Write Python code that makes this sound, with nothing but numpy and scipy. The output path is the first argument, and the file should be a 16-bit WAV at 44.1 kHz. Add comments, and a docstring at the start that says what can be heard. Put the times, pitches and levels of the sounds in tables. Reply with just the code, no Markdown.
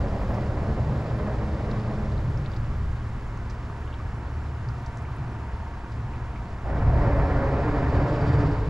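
"""Tyres roar and hum on the steel grating of a drawbridge, and the deck booms in its low modes.
The microphone stands at the waterside below, in a light wind. The first vehicle rolls off the span,
leaving a wash of far traffic, until a second mounts it with a clap and a thud from each axle.
Close by, the water fizzes and drips, and fishing tackle ticks and rasps faintly."""
import sys
import numpy as np
from scipy import signal
from scipy.fft import rfft, irfft, next_fast_len
from scipy.io import wavfile
from scipy.ndimage import uniform_filter1d

SR = 44100
rng = np.random.default_rng(int(sys.argv[2]) if len(sys.argv) > 2 else 0)


def dump_mix(stems):
    """Bounce the given channels to the path in sys.argv[1] as a 16-bit WAV at rate SR."""
    frames = np.atleast_2d(stems).T  # one column per channel
    limited = np.clip(frames, -1, 1)  # hard clip at full scale
    pcm = np.round(limited * 32767).astype(np.int16)
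    wavfile.write(sys.argv[1], SR, pcm)


N = 383260
PADDED = next_fast_len(N)
TIME, FREQS = np.arange(N) / SR, np.fft.rfftfreq(PADDED, 1 / SR)

# Each vehicle overhead: front wheels enter in seconds, wheels leave in seconds, fade in dB per second.
FIRST_PASS, SECOND_PASS = (-0.59, 1.96, 17.7), (6.645, 8.36, 25.3)
AXLE_LAG_S, FRONT_SHARE = 0.28, 0.43  # delay of the rear axle; the front axle's share of the power
NEAREST_S = 8.31  # the second vehicle is closest to the microphone

# Tyres on the grating. Each row: frequency in Hz, relative spectral level in dB.
FIRST_TYRE_COLOUR = [(70, 0.5), (170, 3.5), (250, 1), (360, -4), (600, 1.5), (800, -5.5), (1050, -8),
                     (1400, -17.5), (1900, -18), (2700, -31.5), (4000, -58.5), (15000, -72)]
SECOND_TYRE_COLOUR = [(70, -12), (135, 6), (200, -2), (260, -1.5), (350, -2.5), (420, -2.5), (500, -4),
                      (560, 0.5), (615, -4.5), (670, -0.5), (820, -4.5), (940, -1), (1200, -4.5),
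                      (1750, -7.5), (2300, -15.5), (3000, -30.5), (4500, -67), (15000, -76)]
# Speed across the span. Each row: time in seconds, grating bars struck per second.
FIRST_BAR_RATE = [(0, 92), (.7, 105.4), (2.5, 103.5)]
SECOND_BAR_RATE = [(6.6, 146.3), (7.05, 142.3), (7.25, 139.6), (7.45, 137.2), (7.799, 141.6), (8.1, 145.6),
                   (8.69, 146.1)]
# Harmonics of the hum. Each row: multiple of the bar rate, relative level in dB.
FIRST_HARMONICS = [(1, -7.5), (2, 3), (3, -4), (4, -5.5)]
SECOND_HARMONICS = [(1, -3), (2, 1.5), (3, -2), (4, -12.5)]
# Moans in the second hum. Each row: crest in seconds, half length in seconds, level in dB.
MOAN_SWELLS = [(7.13, 0.092, -33), (7.46, 0.069, -34.5), (8.1, 0.073, -33.5)]
# Shaking of the deck. Each row: time in seconds, girder level in dB, panel level in dB.
DECK_LEVELS = [(0.0, -30.5, -35), (0.15, -29.5, -30), (0.56, -33, -32.5), (0.68, -27.5, -30),
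               (0.92, -27, -24), (1.06, -37.5, -35), (1.16, -30.5, -29.5), (1.6, -30, -31.5),
               (1.77, -41.5, -25.5), (2.0, -36, -30.5), (2.28, -30, -28), (2.5, -39, -29.5),
               (2.76, -27.5, -32), (3.03, -33, -35), (3.22, -40, -38), (3.45, -35, -35.5), (3.72, -37, -38),
               (3.92, -34.5, -36), (4.25, -33, -39.5), (4.68, -33.5, -33.5), (4.82, -37.5, -33),
               (5.1, -34, -37), (5.3, -39.5, -31.5), (5.52, -34.5, -41), (5.81, -36.5, -45),
               (6.02, -34.5, -29.5), (6.25, -34, -34.5), (6.4, -38.5, -41), (6.61, -34, -39),
               (6.83, -21.5, -24.5), (7.15, -25, -25), (7.45, -25, -30.5), (7.76, -32, -32),
               (7.93, -24.5, -25), (8.15, -31, -25), (8.35, -28, -25), (8.69, -29, -25)]
# Modes of the steel overhead. Each row: frequency in Hz, width in Hz, relative level in dB.
GIRDER_RESONANCES = [(47.3, 5.9, -4), (60.8, 6.2, -1), (75.4, 9.4, 0.5)]
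PANEL_RESONANCES = [(96, 10, -15.5), (113, 11.5, -1.5), (132.4, 16, -7.5), (151, 7, -12.5)]
GRATING_RESONANCES = [(2520, 70, 4), (3030, 26, 0.5), (3640, 35, -5), (4240, 80, -7), (4680, 28, 3),
                      (5060, 70, -4.5), (5420, 40, -5), (5600, 45, -9.5), (6540, 70, -12),
                      (7040, 60, -10.5), (7330, 70, -10), (7770, 28, -13)]
# Rubber on the road. Each row: frequency in Hz, relative spectral level in dB.
HISS_COLOUR = [(1500, -20), (2800, 2.5), (3900, 2.5), (5100, 0.5), (5900, -7), (7400, -11), (8300, -19),
               (10400, -25.5), (12000, -39), (14500, -56)]
# Tackle close by. Each row: start in seconds, peak in dB, pitch in Hz, width as a share of the pitch,
# rattle against the peak in dB, left minus right in dB.
TACKLE_TICKS = [(.343, -45, 5100, .14, -5, 0), (1.178, -56, 10400, .15, -12, 0),
                (1.237, -60, 13600, .14, -12, 4), (1.713, -38, 4130, .26, -8, -2),
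                (1.798, -47, 4490, .14, -15, -1), (2.120, -46, 3880, .16, -12, -3),
                (2.179, -45, 3950, .14, -14, -4), (2.375, -42.5, 5200, .14, -11, -3),
                (2.450, -44, 2550, .12, -4, 5), (2.461, -39, 3750, .25, -11, 9),
                (2.517, -44, 4730, .14, -15, 5), (2.535, -45, 3480, .2, -5, 6),
                (2.563, -42, 4280, .35, -5, 6), (2.772, -58, 13750, .15, -16, 6),
                (3.374, -51, 6330, .1, -12, 0), (3.499, -40, 5300, .26, -10, -4),
                (3.508, -44, 4870, .25, -7, -4), (3.941, -39, 3460, .26, -14, 0),
                (4.688, -39.5, 4820, 0.2, -13, -4), (4.824, -59, 11500, .16, -12, 0),
                (4.862, -39.5, 5100, 0.37, -9, 0), (4.973, -39, 6500, .36, -22, -1),
                (4.983, -49, 6100, .2, -6, -1), (5.022, -52, 8800, .3, -14, 0),
                (5.162, -55.5, 9700, .25, -8, 0), (5.920, -44, 4850, 0.4, -7, -1)]
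# Rasps of the line. Each row: crest in seconds, half length in seconds, level in dB.
LINE_SWELLS = [(0.21, 0.02, -77), (0.31, 0.05, -75.5), (1.02, 0.08, -84), (1.23, 0.02, -80),
               (2.23, 0.03, -81), (2.54, 0.05, -79), (2.78, 0.02, -83)]
# Drips under the fender. Each row: start in seconds, bubble peak in dB, starting pitch in Hz.
FENDER_DRIPS = [(3.698, -36, 1170), (3.875, -45, 2830), (3.927, -44, 2780), (4, -35.5, 1130),
                (5.050, -43, 2160), (5.086, -37, 1140), (6.135, -42, 2400), (6.359, -39.5, 2120)]
# Surface and foam close by. Each row: frequency in Hz, relative spectral level in dB.
FIZZ_COLOUR = [(2000, -5.5), (3300, 1.5), (5200, 0.5), (6000, -1), (7400, -2.5), (8300, -10), (9400, -11.5),
               (10500, -10), (11200, -16), (12100, -16), (13500, -29), (14600, -53)]
# Traffic in the distance. Each row: frequency in Hz, relative spectral level in dB.
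FAR_COLOUR = [(60, 1), (150, 4), (210, 5.5), (300, 0.5), (410, -1), (470, -5), (560, -6), (800, -6),
              (1020, -3.5), (1600, -8.5), (2100, -14.5), (3000, -24.5), (5000, -54.5), (15000, -66)]
# Whine of far tyres. Each row: frequency in Hz, width in Hz, relative level in dB.
WHINE_BANDS = [(705, 47, -3.5), (924, 42, 0)]
# Low rumble at the microphone. Each row: frequency in Hz, relative spectral level in dB.
RUMBLE_COLOUR = [(6, 5), (16, 3), (28, 5), (39, 10), (50, 9), (90, -17), (250, -38), (900, -73)]
# Its swells: three wind gusts and, at 6.9 s, the deck's short heave as the second vehicle lands.
# Each row: crest in seconds, half length in seconds, level in dB.
RUMBLE_SWELLS = [(0.2, 0.32, -32), (2.5, 0.86, -32.5), (6.915, 0.11, -25.5), (7.9, 1.2, -32.5)]
# The microphone's two ports. Each row: frequency in Hz, likeness from 0 to 1,
# lead of the left in radians, left minus right in dB.
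MIC_PORTS = [(200, 1, 0, 0), (330, .996, 0, -1.1), (900, .98, -.15, -.6), (1500, .93, -.45, -.3),
             (2200, .85, -.9, -1.4), (2950, .66, -1.3, -1.5), (3500, .62, -.55, -1.5),
             (4800, .82, -.1, -1.2), (8000, .58, .25, .6), (10600, .75, 0, 1.5), (13000, .25, 0, 3)]


def tyres(vehicle, colour, roar_db, rasp_db, rattle_db, sag_db_per_s, split_hz=850):
    """Tyres drum on the grating overhead: a dark, sagging roar and a bright rasp, rattling together."""
    shape = gain_of(over_freq(colour))
    dark_share = 1 / (1 + (FREQS / split_hz) ** 8)
    sag_db = sag_db_per_s * np.maximum(TIME - vehicle[0], 0)
    roar = noise(shape * np.sqrt(dark_share)) * gain_of(roar_db - sag_db)
    roar *= crossing(vehicle, rise_s=0.037)
    rasp = reflected(noise(shape * np.sqrt(1 - dark_share))) * gain_of(rasp_db)
    rasp *= crossing(vehicle, rise_s=0.047)
    return (roar + rasp) * gain_of(rattle_db * drift(34))


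def hum(vehicle, bar_rate, harmonics, level_db, rise_s, linger_s, wander, waver_db=3):
    """Four wheels strike the bars at an unsteady rate and force, smearing the harmonics into bands."""
    out = np.zeros(N)
    for _ in range(4):
        unsteady = 0.6 * drift(5.005) + 1.197 * drift(40.56)
        cycles = np.cumsum(over_time(bar_rate) * (1 + wander * unsteady)) / SR
        for multiple, db in harmonics:
            force = gain_of(db + waver_db * drift(37))
            out += force * np.sin(2 * np.pi * (multiple * cycles + rng.random()))
    return unit_rms(out) * gain_of(level_db) * crossing(vehicle, rise_s, linger_s) * pan(-1)


def moan(harmonic=4, wander=0.0222, waver_db=2.5):
    """One harmonic of the second vehicle's hum stands out now and then."""
    cycles = harmonic * np.cumsum(over_time(SECOND_BAR_RATE) * (1 + wander * drift(41.4))) / SR
    level = np.sqrt(swell_power(MOAN_SWELLS)) * gain_of(waver_db * drift(25))
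    return unit_rms(np.sin(2 * np.pi * cycles)) * level * pan(-1)


def axle_thuds():
    """Each axle of the second vehicle mounts the steel with a clap and a thud, the heavier one harder."""
    out = np.zeros((2, N))
    for lag_s, share in ((0, FRONT_SHARE), (AXLE_LAG_S, 1 - FRONT_SHARE)):
        clap = burst(db=-32, hz=640, t60_s=0.23, spread=0.34)
        thud = burst(db=-25, hz=66, t60_s=0.23, spread=0.33)
        add(out, SECOND_PASS[0] + lag_s, 2 * share * (clap + thud))
    return out


def deck(panel_trim_db=-0.38, throb_db=1.66):
    """Rolling wheels shake the girders and panels above the microphone, which throb unevenly."""
    girders = shaken_steel(GIRDER_RESONANCES, over_time(DECK_LEVELS, 1))
    girders *= gain_of(throb_db * drift(21))
    panels = shaken_steel(PANEL_RESONANCES, over_time(DECK_LEVELS, 2) + panel_trim_db)
    panels *= gain_of(throb_db * drift(6.4))
    return girders + panels


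def shaken_steel(modes, level_db, calm_below_db=-27, blend_db=11):
    """Under load the modes are driven into broad bands; left to themselves they ring as narrow tones."""
    driven = unit_rms(noise(resonances(modes)))
    narrow_modes = [(hz, 0.3 * width, 2 * db) for hz, width, db in modes]
    ringing = steadied(noise(resonances(narrow_modes)), window_s=0.75)
    load_db = uniform_filter1d(level_db, SR // 2)
    calm = np.clip((calm_below_db - load_db) / blend_db, 0, 0.8)
    blend = np.sqrt(calm) * ringing + np.sqrt(1 - calm) * driven
    return steadied(blend, window_s=0.19) * gain_of(level_db)


def road_hiss(far_db=-66, first_db=-61, second_db=-56.5, chatter_db=-57, pulse_hz=15.75, crest_s=8.342):
    """Rubber hisses on after the roar; as the second vehicle nears, it pulses and the steel chatters."""
    first = gain_of(first_db) * crossing(FIRST_PASS, rise_s=0.053, linger_s=0.064)
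    pulse_depth_db = 3.5 * nearness(half_s=0.27) ** 2
    pulse = gain_of(pulse_depth_db * np.cos(2 * np.pi * pulse_hz * (TIME - crest_s)))
    drive = crossing(SECOND_PASS, rise_s=0.053, linger_s=0.12) * pulse
    second = gain_of(second_db) * drive * nearness(half_s=1.6)
    level = np.sqrt(gain_of(far_db) ** 2 + first ** 2 + second ** 2)
    hiss = noise(gain_of(over_freq(HISS_COLOUR))) * level * gain_of(drift(25))  # flutters by 1 dB
    return hiss + grating_chatter() * gain_of(chatter_db) * drive * nearness(half_s=0.18)


def grating_chatter(rough_db=2.5, rough_hz=110):
    """The grating's thin modes, kept ringing by the tyres and shaken in pitch and strength."""
    out = np.zeros(N)
    for hz, width, db in GRATING_RESONANCES:
        cycles = np.cumsum(hz + width * drift(rough_hz)) / SR
        out += gain_of(db + rough_db * drift(rough_hz)) * np.sin(2 * np.pi * cycles)
    return unit_rms(out)


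def tackle(handled_s=6, faint_count=70):
    """Close by, line and rod snap and rattle; tiny high ticks fall between while the rod is handled."""
    out = np.zeros((2, N))
    for start_s, db, hz, width, rattle_db, left_db in TACKLE_TICKS:
        snap = ping(db, hz, width)
        rattle = burst(db + rattle_db, hz, t60_s=0.044, spread=0.34)
        add(out, start_s, (snap + rattle) * pan(left_db))
    for when, size, height in rng.random((faint_count, 3)):
        add(out, when * handled_s, ping(db=-70 + 10 * size, hz=9000 + 3500 * height, width=0.14))
    return out


def line_rasps(centre_hz=13200, width_hz=2100, slips_per_s=650, spread_db=4.4):
    """A little to the left, line slides through the fingers in airy rasps of slips, most of them tiny."""
    sizes = gain_of(spread_db * np.minimum(rng.exponential(1, N), 4))
    slips = sizes * rng.choice([-1, 1], N) * (rng.random(N) < slips_per_s / SR)
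    at_ports = unit_rms(slips * rng.uniform(0.5, 1, (2, N)))
    rasps = at_ports * np.sqrt(swell_power(LINE_SWELLS))
    airy_band = unit_rms(resonances([(centre_hz, width_hz, 0)]))
    return irfft(rfft(rasps, PADDED) * airy_band, PADDED)[:, :N] * pan(6)


def water(fizz_db=-62.5, settle_db_per_s=0.46, sparkle_db=0.5):
    """The surface fizzes close by; each drip makes a splash and a bubble that rings, rising in pitch."""
    out = noise(gain_of(over_freq(FIZZ_COLOUR)))
    out *= gain_of(fizz_db - settle_db_per_s * TIME + sparkle_db * drift(30))
    for start_s, db, hz in FENDER_DRIPS:
        bubble = ping(db, hz, width=0.16, glide_per_s=8)
        splash = burst(db - 6, hz, t60_s=0.068, spread=0.27)
        add(out, start_s, bubble + splash)
    return out


def far_traffic(wash_db=-40.33, swell_db=0.2, whine_db=-49, waver_db=2, whine_from_s=3.03):
    """Distant tyres make a dull, nearly steady wash, joined by a soft, wavering whine."""
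    wash = noise(gain_of(over_freq(FAR_COLOUR))) * gain_of(wash_db + swell_db * drift(5.9))
    whine = noise(resonances(WHINE_BANDS)) * gain_of(whine_db + waver_db * drift(5.5))
    return wash + whine * rising(whine_from_s, rise_s=0.35)


def wind_and_heave(breeze_db=-43.5):
    """Low rumble: breeze and three gusts on the microphone, and the deck's heave as a vehicle lands."""
    rumble = steadied(noise(gain_of(over_freq(RUMBLE_COLOUR))), window_s=0.58)
    return rumble * np.sqrt(gain_of(breeze_db) ** 2 + swell_power(RUMBLE_SWELLS))


def reflected(pair, echo_db=-15.5, spread_s=0.045, count=12):
    """Piers, fender and water add a few early echoes, which ripple the spectrum finely."""
    out = pair.copy()
    echo = pair * gain_of(echo_db) / np.sqrt(count)
    for when, polarity in rng.random((count, 2)):
        add(out, (0.1 + when) * spread_s, echo * np.sign(polarity - 0.5))
    return out


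def crossing(vehicle, rise_s, linger_s=0):
    """Gain of a vehicle on the grating: a step up for each axle, a hold, then a fade as it leaves."""
    enters_s, leaves_s, fade_db_per_s = vehicle
    front = FRONT_SHARE * rising(enters_s, rise_s) ** 2
    rear = (1 - FRONT_SHARE) * rising(enters_s + AXLE_LAG_S, rise_s) ** 2
    return np.sqrt(front + rear) * gain_of(-fade_db_per_s * np.maximum(TIME - leaves_s - linger_s, 0))


def nearness(half_s):
    """One over the second vehicle's distance from the microphone, 1 when nearest."""
    return 1 / np.hypot(1, (TIME - NEAREST_S) / half_s)


def burst(db, hz, t60_s, spread):
    """One contact or drop: a short burst of noise around a pitch, mostly alike at both ports."""
    t, freqs = np.arange(8192) / SR, np.fft.rfftfreq(8192, 1 / SR)
    band = np.exp(-(np.log((freqs + 1) / hz) / spread) ** 2)
    shared, left, right = irfft(rfft(rng.standard_normal((3, len(t)))) * band)
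    onset = 1 - np.exp(-t / (0.045 * t60_s))
    return unit_rms(shared + 0.5 * np.array([left, right])) * onset * gain_of(db - 60 * t / t60_s)


def ping(db, hz, width, glide_per_s=0):
    """A few cycles of a centred tone that swell and die; the wider its band, the shorter it rings."""
    t = np.arange(8192) / SR
    age = np.pi * hz * width * t
    tone = np.sin(2 * np.pi * hz * (t + glide_per_s * t ** 2 / 2))
    return tone * age * np.exp(1 - age) * gain_of(db) * pan(0)


def noise(shape):
    """Coloured noise as the two ports hear it; their mean has rms 1."""
    left, other = rng.standard_normal((2, len(FREQS))) + 1j * rng.standard_normal((2, len(FREQS)))
    likeness, lead = over_freq(MIC_PORTS, 1), over_freq(MIC_PORTS, 2)
    lean = gain_of(over_freq(MIC_PORTS, 3) / 2)
    right = (likeness * left + np.sqrt(1 - likeness ** 2) * other) * np.exp(-1j * lead)
    spectra = np.array([left * lean, right / lean]) * shape / np.sqrt(1 + likeness * np.cos(lead))
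    pair = irfft(spectra, PADDED)[:, :N]
    return pair / pair.mean(0).std()


def steadied(pair, window_s):
    """Evens out the slow swells of a narrow noise."""
    power = signal.oaconvolve(pair.mean(0) ** 2, np.hanning(int(window_s * SR)), "same")
    return unit_rms(pair / np.sqrt(abs(power) + 1e-9))


def drift(rate_hz, size=8192):
    """Smooth random motion of rms 1, up to about the given rate."""
    hz = np.fft.rfftfreq(size, TIME[-1] / size)
    slow = irfft(rfft(rng.standard_normal(size)) * np.exp(-(hz / rate_hz) ** 2))
    return np.interp(TIME, np.linspace(0, TIME[-1], size), unit_rms(slow))


def resonances(modes):
    """Gain over frequency of a set of modes."""
    return sum(gain_of(db) / (1 + ((FREQS - hz) / width) ** 2) for hz, width, db in modes)


def swell_power(rows):
    """Power over time of a set of smooth swells."""
    return sum(gain_of(db) ** 2 * np.exp(-((TIME - s) / half_s) ** 2) for s, half_s, db in rows)


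def rising(start_s, rise_s):
    """Gain that builds from 0 to 1."""
    return 1 - np.exp(-np.maximum(TIME - start_s, 0) / rise_s)


def over_freq(rows, column=1):
    """A table's column at every frequency, joined on a log axis."""
    table = np.transpose(rows)
    return np.interp(np.log(FREQS + 1), np.log(table[0] + 1), table[column])


def over_time(rows, column=1):
    """A table's column at every sample."""
    table = np.transpose(rows)
    return np.interp(TIME, table[0], table[column])


def add(mix, start_s, sound):
    """Adds a sound to the mix at a time."""
    part = mix[:, round(start_s * SR):][:, :sound.shape[1]]
    part += sound[:, :part.shape[1]]


def pan(left_db):
    """Two gains that put the left this far above the right."""
    return gain_of([[left_db / 2], [-left_db / 2]])


def gain_of(db):
    """Decibels to gain."""
    return 10 ** (np.asarray(db) / 20)


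def unit_rms(x):
    """Scales to rms 1."""
    return x / np.sqrt(np.mean(x ** 2) + 1e-20)


def scene():
    """From the waterside: two vehicles overhead, small sounds close by, far traffic and wind behind."""
    first = tyres(FIRST_PASS, FIRST_TYRE_COLOUR,
                  roar_db=-32.5, rasp_db=-43.5, rattle_db=1.5, sag_db_per_s=1.37)
    first += hum(FIRST_PASS, FIRST_BAR_RATE, FIRST_HARMONICS,
                 level_db=-36.5, rise_s=0.23, linger_s=0.036, wander=0.02815)
    second = tyres(SECOND_PASS, SECOND_TYRE_COLOUR,
                   roar_db=-28, rasp_db=-37.5, rattle_db=0.73, sag_db_per_s=1.1)
    second += hum(SECOND_PASS, SECOND_BAR_RATE, SECOND_HARMONICS,
                  level_db=-30, rise_s=0.36, linger_s=0.093, wander=0.036)
    traffic = first + second + deck() + moan() + axle_thuds() + far_traffic()
    return traffic + reflected(road_hiss() + water()) + wind_and_heave() + tackle() + line_rasps()


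def record(dry):
    """The recorder passes sound up to 15.7 kHz; both ends are softly faded."""
    low_pass = signal.ellip(10, 0.05, 60, 15700, fs=SR, output="sos")
    return signal.sosfiltfilt(low_pass, dry * signal.windows.tukey(N, 0.001))


dry = scene()
out = record(dry)
dump_mix(out)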